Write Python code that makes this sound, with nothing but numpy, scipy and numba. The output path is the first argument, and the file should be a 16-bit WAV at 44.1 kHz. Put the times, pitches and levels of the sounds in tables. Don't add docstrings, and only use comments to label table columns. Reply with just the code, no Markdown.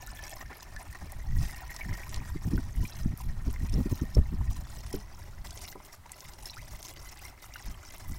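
import sys
import numpy as np
from scipy import signal
from scipy.fft import rfft, irfft, next_fast_len
from scipy.io import wavfile
from scipy.ndimage import uniform_filter1d, map_coordinates
from numba import njit

SR = 44100
rng = np.random.default_rng(int(sys.argv[2]) if len(sys.argv) > 2 else 0)


def log_audio(samples):
    frames = np.atleast_2d(samples).T
    limited = np.clip(frames, -1, 1)
    pcm = np.round(limited * 32767).astype(np.int16)
    wavfile.write(sys.argv[1], SR, pcm)


N = 360738
TIME = np.arange(N) / SR

# (frequency [Hz], relative level [dB])
AIR_COLOUR = [(100, -1.5), (400, -18.5), (1000, -10.5), (3000, -22.5), (15000, -26)]

# (time [s], level [dB])
BREEZE = [(0, -45.5), (.9, -49.5), (1.3, -48.5), (2.4, -39), (4.4, -45.5), (5.3, -43), (5.7, -49),
          (6.2, -56.5), (6.55, -44.5), (7.0, -52.5), (8.18, -46)]
# (time of crest [s], width [s], level [dB])
GUSTS = [(1.33, 0.14, -32), (1.89, 0.039, -33.5), (2.52, 0.055, -33.5), (2.8, 0.037, -27.5),
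         (3.072, 0.026, -26.5), (3.29, 0.034, -36), (3.49, 0.018, -23.5), (3.83, 0.33, -33),
         (4.193, 0.026, -21), (4.47, 0.12, -30.5), (7.69, 0.032, -38.5), (8.12, 0.041, -35.5)]
# (frequency [Hz], relative level [dB])
RUMBLE_COLOUR = [(12, -2.5), (25, -2), (50, -2.5), (90, -6.5), (140, -15), (220, -24.5), (320, -36),
                 (800, -82.5)]
# (start [s], length [s], strength added to the wind pressure [dB])
BUFFETS = [(1.008, 0.052, -40.5), (1.832, 0.13, -40.5), (2.152, 0.093, -42), (2.346, 0.025, -32.5),
           (2.447, 0.051, -27.5), (2.501, 0.08, -27.5), (2.572, 0.033, -29.5), (2.829, 0.018, -31),
           (3.052, 0.022, -29), (3.099, 0.054, -35.5), (3.461, 0.037, -28), (3.605, 0.054, -32.5),
           (3.726, 0.055, -26), (3.765, 0.063, -24), (3.859, 0.017, -26.5), (3.908, 0.029, -24),
           (4.01, 0.036, -26), (4.161, 0.043, -21.5), (4.313, 0.051, -32), (8.084, 0.045, -40)]
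# (frequency [Hz], relative level [dB])
BUFFET_COLOUR = [(30, 0.5), (60, 8), (130, 2), (260, -5), (420, -18), (600, -54), (900, -37), (1600, -55)]
# (time of crest [s], top of the swell [dB], pitch [Hz])
THUMPS = [(1.037, -36.5, 167), (1.398, -30, 140), (2.36, -30.5, 302), (2.479, -27.5, 169),
          (2.536, -24, 287), (3.061, -22, 195), (3.787, -21, 130), (3.808, -21.5, 200), (3.861, -21.5, 266),
          (3.927, -23, 265), (4.02, -24.5, 280), (4.17, -23, 490), (4.186, -24, 109)]
THUMP_CYCLES = 0.77

# (start [s], level on top of the mode levels [dB], brightness [Hz])
KNOCKS = [(4.9396, -25, 470), (5.754, -41.5, 1400)]
# (pitch [Hz], relative level [dB], time to fall 60 dB [s])
PLASTIC_MODES = [(202, -11.5, 0.24), (295, -0.5, 0.081), (376, 7, 0.051), (423, -7, 0.15),
                 (552, 1.5, 0.039), (777, 0, 0.054), (993, 3.5, 0.061), (1250, 3, 0.031)]

# (start [s], length [s], level [dB])
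SPATTERS = [(0.145, 0.02, -49), (0.9, 0.017, -50), (1.115, 0.0096, -43), (1.364, 0.016, -48),
            (1.5, .022, -48), (1.786, 0.019, -52), (2.752, 0.022, -53), (3.52, 0.02, -48),
            (4.144, 0.017, -50), (5.668, 0.021, -50), (5.85, 0.02, -49.5), (6.336, 0.0044, -60),
            (7.428, 0.04, -54), (8.071, 0.12, -52.5)]
# (frequency [Hz], relative level [dB])
SPATTER_COLOUR = [(4000, -8), (6000, -4), (15500, 2)]
# (start [s], peak level [dB], brightest pitch [Hz])
DROPS = [(0.238, -31.5, 5800), (0.607, -38, 5330), (0.763, -37, 4530), (0.948, -39.5, 1290),
         (1.485, -36, 14000), (1.764, -26, 4960), (2.093, -32.5, 6530), (2.143, -26, 3800),
         (2.162, -34, 4500), (3.175, -33, 12000), (3.803, -38, 1190), (4.864, -37.5, 2500),
         (4.975, -48, 2880), (5.47, -35.5, 3940), (5.507, -33, 5270), (5.575, -33, 5100),
         (5.716, -38, 5800), (6.094, -42, 1920), (6.118, -28, 8500), (6.2054, -35, 6000),
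         (6.336, -36, 5370), (6.457, -29.5, 6440), (6.828, -31, 5940), (6.8843, -32, 5890)]
SMACK_WIDTH = .35
# (start [s], level [dB], starting pitch [Hz], time to fall 60 dB [s], pitch rise [share])
PLINKS = [(0.763, -38, 1730, 0.084, 0.055), (1.124, -36.5, 772, 0.045, 0.22),
          (1.7907, -43, 1870, 0.067, .04), (1.809, -31.5, 2230, 0.047, 0.061),
          (1.8911, -34, 1850, 0.019, 0.51), (2.034, -31.5, 2300, 0.024, 0.083),
          (2.3, -40.5, 990, 0.031, 0.083), (2.578, -33, 1500, 0.029, 0.046),
          (2.852, -39, 2340, 0.043, 0.24), (3.203, -40, 984, 0.033, .1), (3.561, -34.5, 2020, 0.015, .1),
          (3.74, -25, 5500, 0.01, .03), (4.149, -32, 5470, 0.019, 0.027), (4.411, -38, 975, 0.028, .08),
          (5.8019, -40, 1070, 0.024, 0.22), (6.456, -33, 5290, 0.019, .03), (6.498, -29, 4130, 0.019, .03),
          (6.569, -42, 1253, 0.14, 3.8), (7.2513, -45, 2115, 0.1, 0.14), (7.558, -33.5, 1436, 0.027, 0.31)]
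CUP_T60_S, CUP_DB = 0.035, -9.5

# (time [s], spray level before surges and lulls [dB])
FLOW = [(0, -54), (0.22, -53), (0.7, -59), (1.5, -54), (2.08, -56.5), (2.45, -53.5), (2.6, -61),
        (2.85, -54), (3.35, -60.5), (3.85, -54), (4.45, -56), (4.68, -59), (5.0, -57.5), (5.12, -59),
        (5.4, -61), (5.58, -51), (5.7, -49.5), (5.78, -58), (6.02, -59), (6.2, -56.5), (6.85, -54),
        (7.6, -53), (8.18, -55.5)]
# (time of middle [s], width [s], depth [dB])
LULLS = [(0.85, 0.01, -13), (2.405, 0.0055, -11), (5.265, 0.045, -0.5), (5.9, 0.012, -13),
         (6.01, 0.021, -46), (7.151, 0.02, -11), (7.38, 0.05, -8)]
# (start [s], length [s], gurgle [dB], spray [dB])
SLOPS = [(0.152, 0.11, -49, -57), (0.322, 0.028, -43.5, -53), (0.402, 0.024, -40.5, -47.5),
         (0.496, 0.04, -44.5, -69), (0.621, 0.015, -46, -41), (0.789, 0.075, -49.5, -52.5),
         (0.946, 0.023, -45, -60), (1.005, 0.031, -51.5, -63), (1.913, 0.1, -46.5, -52),
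         (2.151, 0.1, -50, -64.5), (3.185, 0.052, -67, -49.5), (4.856, 0.012, -63, -42.5),
         (4.921, 0.038, -48, -43.5), (5.441, 0.044, -52, -49), (3.986, 0.08, -55, -57),
         (6.055, 0.0087, -39.5, -49), (6.456, 0.14, -59.5, -49), (6.821, 0.099, -61, -48),
         (7.237, 0.047, -54.5, -48), (7.53, 0.051, -53, -48)]
# (time [s], level beside the gurgle [dB])
NECK = [(0, 2.5), (1.25, -1.5), (1.65, 8), (2.1, 4.5), (2.5, -4.5), (4.1, -1), (4.7, -7.5), (8.18, -3)]
# (pitch [Hz], width [Hz], relative level [dB])
TANK_RESONANCES = [(810, 89, -2.5), (1001, 50, 7), (2097, 420, 13)]
# (time [s], pitch [Hz])
FILL_PITCH = [(0, 1777), (1.5, 1845), (2.3, 1870), (4.4, 1853), (5.6, 2030)]
FILL_WIDTH_HZ, FILL_DB = 39, 0.5
# (frequency [Hz], relative level [dB])
GURGLE_COLOUR = [(180, -2.5), (380, 5.5), (480, -6.5), (600, 5), (1100, 1), (1500, -3.5), (2050, -6.5),
                 (2600, -13.5), (3400, -48), (5000, -31)]
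# (frequency [Hz], relative level [dB])
SPRAY_COLOUR = [(1500, -13), (2500, -3.5), (3400, -7), (4150, -4.5), (4400, -6.5), (5400, 0), (6500, -4),
                (8500, -7), (12000, -7.5), (15500, -5.5)]
GURGLE_DB, GURGLE_FOLLOW = -57.5, 0.33
SURGE_DB, SURGE_PER_S = 2.85, 14
FULL_SPRAY_DB, SOFT_SPRAY_HZ = -56, 8060

TOP_HZ = 15800


def undb(db):
    return 10 ** (np.asarray(db) / 20)


def curve(rows):
    return np.interp(TIME, *np.transpose(rows))


def unit(x):
    return x / np.sqrt(np.mean(x ** 2) + 1e-18)


def even(x, span_s):
    size = max(int(span_s * SR), 8)
    power = uniform_filter1d(uniform_filter1d(x ** 2, size), size)
    return x / np.sqrt(np.abs(power) + 1e-12)


def walk(rate):
    points = rng.standard_normal(8192)
    return np.interp(TIME * rate, np.arange(len(points)), points) * np.sqrt(3 / 2)


def noise():
    return rng.standard_normal(N)


def colour(x, points):
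    hz, db = np.transpose(points)
    size = next_fast_len(N + 8192, True)
    freqs = np.arange(size // 2 + 1) * SR / size + 1
    gain = undb(np.interp(np.log(freqs), np.log(hz), db))
    cepstrum = irfft(np.log(gain), size)
    cepstrum[1:size // 2] *= 2
    cepstrum[size // 2 + 1:] = 0
    return irfft(rfft(x, size) * np.exp(rfft(cepstrum)), size)[:N]


def resonate(x, hz, width):
    return signal.lfilter(*signal.iirpeak(hz, hz / width, fs=SR), x)


def glide(x, hz, width):
    turn = np.exp(2j * np.pi * np.cumsum(hz) / SR)
    pole = np.exp(-np.pi * width / SR)
    return np.real(turn * signal.lfilter([1 - pole], [1, -pole], x / turn))


def bell(middle, width):
    return np.exp(-((TIME - middle) / width) ** 2 / 2)


def add(out, s, sound):
    start = max(int(s * SR), 0)
    out[start:start + len(sound)] += sound[:max(N - start, 0)]


def open_air():
    return undb(-59.5) * unit(colour(noise(), AIR_COLOUR))


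def air_speed():
    gusts = (undb(db) * bell(s, width) for s, width, db in GUSTS)
    return np.sqrt(undb(curve(BREEZE)) ** 2 + sum(gust ** 2 for gust in gusts))


def wind():
    breeze = air_speed()
    rumble = even(colour(noise(), RUMBLE_COLOUR), 0.086) * breeze * undb(3.64 * walk(22))
    pressure = 0.55 * breeze ** 1.34
    for s, length, db in BUFFETS:
        push = signal.windows.tukey(max(int(length * SR), 8), .6)
        add(pressure, s, undb(db) * push)
    buffets = pressure * even(colour(noise(), BUFFET_COLOUR), 0.039)
    flaps = unit(resonate(resonate(noise(), 455, 270), 455, 270))
    return rumble + buffets + 1.01 * pressure ** 2 * flaps


def thumps():
    out = np.zeros(N)
    for s, db, hz in THUMPS:
        cycles = hz * (TIME[:4096] - TIME[2048])
        swell = np.exp(-(cycles / THUMP_CYCLES) ** 2)
        wave = np.sin(2 * np.pi * (cycles + rng.random()))
        add(out, s - TIME[2048], undb(db) * swell * wave)
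    return out


def knocks():
    out, t = np.zeros(N), TIME[:6000]
    push = np.minimum(t / 0.0025, 1)
    for s, level_db, bright_hz in KNOCKS:
        modes = np.zeros(len(t))
        for hz, db, t60 in PLASTIC_MODES:
            tone = undb(db - 60 * t / t60) * np.sin(2 * np.pi * hz * t)
            modes += tone / (1 + (hz / bright_hz) ** 4)
        add(out, s, undb(level_db) * push * modes)
    return out


@njit
def ring(times, hz, t60, size, rise, onset):
    out = np.zeros(N)
    for k in range(len(times)):
        start, length, phase = int(times[k] * SR), t60[k] * SR, 0.
        gain, fade = size[k], np.exp(-6.9 / length)
        for i in range(min(int(length), N - start)):
            phase += min(hz[k] * (1 + rise[k] * i / length) / SR, .45)
            out[start + i] += gain * min(phase / onset, 1.) * np.sin(2 * np.pi * phase)
            gain *= fade
    return out


def bubbles(flow, low_hz, high_hz, cycles, scatter_db, rise, count):
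    when, pitch, loud = np.repeat(rng.random((count, 3)), 3, axis=0).T
    delay, detune, life, lift, share = rng.random((len(when), 5)).T
    births = np.cumsum(flow)
    times = np.interp(when, births / births[-1], TIME) + .007 * delay ** 2
    hz = low_hz * (high_hz / low_hz) ** pitch * 2 ** (0.577 * (detune - .5))
    t60 = cycles * 2 ** (3 * life - 2) / hz
    size = undb(-scatter_db * np.log(loud + 0.023)) * share * hz / low_hz
    return unit(ring(times, hz, t60, size, rise * (2 * lift - .3), 0.19))


def spatters():
    gain, t = np.zeros(N), TIME[:8192]
    for s, length, db in SPATTERS:
        swell = np.minimum(t / 0.0016, 1) * np.exp(-(t / length) ** 2)
        add(gain, s, undb(db) * swell)
    ticks = bubbles(np.ones(N), 5500, 14400, cycles=13, scatter_db=11.5, rise=0, count=5000)
    return gain * even(colour(ticks, SPATTER_COLOUR), 0.011)


def drops():
    out, t = np.zeros(N), TIME[:2048]
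    decay = np.exp(-t / .0016) + .16 * np.exp(-t / .008)
    for s, db, hz in DROPS:
        burst = rng.standard_normal(len(t)) * decay
        smack = resonate(burst, hz, SMACK_WIDTH * hz)
        add(out, s, undb(db) * smack / np.abs(smack).max())
    return out


def strainer_echo(x):
    out = x
    for lag in np.geomspace(.001, .007, 6):
        path = lag * (1 + .12 * walk(9))
        bounce = map_coordinates(x, [(TIME - path) * SR], order=3)
        out = out + undb(CUP_DB - 60 * lag / CUP_T60_S) * bounce
    return out


def plinks():
    s, db, hz, t60, rise = np.array(PLINKS, float).T.copy()
    flutter = undb(3 * walk(700))
    return strainer_echo(flutter * ring(np.maximum(s, 0), hz, t60, undb(db), rise, 0.69))


def spurts(rate, fall_s):
    lumps = (rng.random(N) < rate / SR) * rng.exponential(1, N)
    flow = signal.lfilter([1], [1, -np.exp(-1 / (fall_s * SR))], lumps)
    return flow / flow.mean()


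def lulls():
    return sum(db * bell(s, width) for s, width, db in LULLS)


def slop_levels():
    gurgle, spray, t = np.zeros(N), np.zeros(N), TIME[:8192]
    for s, length, gurgle_db, spray_db in SLOPS:
        swell = np.minimum(t / 0.0097, 1) * np.exp(-(t / length) ** 2)
        add(gurgle, s, undb(gurgle_db) * swell)
        add(spray, s, undb(spray_db) * swell)
    return gurgle, spray


def pour_levels(neck):
    spray_db = curve(FLOW) + lulls() + SURGE_DB * walk(SURGE_PER_S)
    gurgle_db = GURGLE_DB + GURGLE_FOLLOW * (spray_db - spray_db.mean())
    return undb(gurgle_db) * np.hypot(1, neck), undb(spray_db)


def gurgle_and_churn(flow):
    flutter = undb(2 * walk(35))
    large = bubbles(flow * flutter, 239.5, 3337, cycles=28.3, scatter_db=4.0, rise=0.32, count=6800)
    churn = unit(colour(noise(), [(200, -4.0), (4000, -10.5)]))
    chirps = bubbles(flow, 700, 2300, cycles=55, scatter_db=2, rise=0.25, count=300)
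    gurgle = unit(colour(large + undb(-7) * chirps + undb(-9.5) * churn, GURGLE_COLOUR))
    return gurgle, churn


def hollow_tank(inside):
    fixed = unit(sum(undb(db) * resonate(inside, hz, width) for hz, width, db in TANK_RESONANCES))
    heave = 1 + .016 * walk(12)
    filling = even(glide(inside, curve(FILL_PITCH) * heave, FILL_WIDTH_HZ), 0.28)
    return unit(fixed + undb(FILL_DB) * filling)


def cloth_spray(flow):
    fizz = bubbles(flow, 2274, 16150, cycles=62, scatter_db=4.0, rise=.08, count=7000)
    crackle = bubbles(flow, 1710, 10100, cycles=8.1, scatter_db=2.0, rise=0, count=1800)
    mist = unit(noise() * flow)
    splashes = strainer_echo(fizz + undb(-4.5) * crackle)
    return even(colour(splashes + undb(-9) * mist, SPRAY_COLOUR), 0.026)


def pour():
    flow = .3 + spurts(rate=80, fall_s=.008)
    gurgle, churn = gurgle_and_churn(flow)
    hollow = hollow_tank(gurgle + undb(-3.5) * churn)
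    neck = undb(curve(NECK))
    body = even(gurgle + neck * hollow, 0.061)
    spray = cloth_spray(flow)
    body_gain, spray_gain = pour_levels(neck)
    body_slop, spray_slop = slop_levels()
    body_gain = np.hypot(body_gain, body_slop)
    spray_gain = np.hypot(spray_gain, spray_slop)
    coarse = signal.sosfiltfilt(signal.butter(2, SOFT_SPRAY_HZ, fs=SR, output="sos"), spray)
    force = np.minimum(spray_gain / undb(FULL_SPRAY_DB), 1)
    landing = force * spray + (1 - force) * coarse
    return body * body_gain + landing * spray_gain


def scene():
    background = open_air() + wind() + thumps()
    water = spatters() + drops() + plinks() + pour()
    return (background + knocks() + water)[None]


def record(dry):
    return signal.sosfilt(signal.ellip(10, .2, 70, TOP_HZ, fs=SR, output="sos"), dry)


dry = scene()
out = record(dry)
log_audio(out)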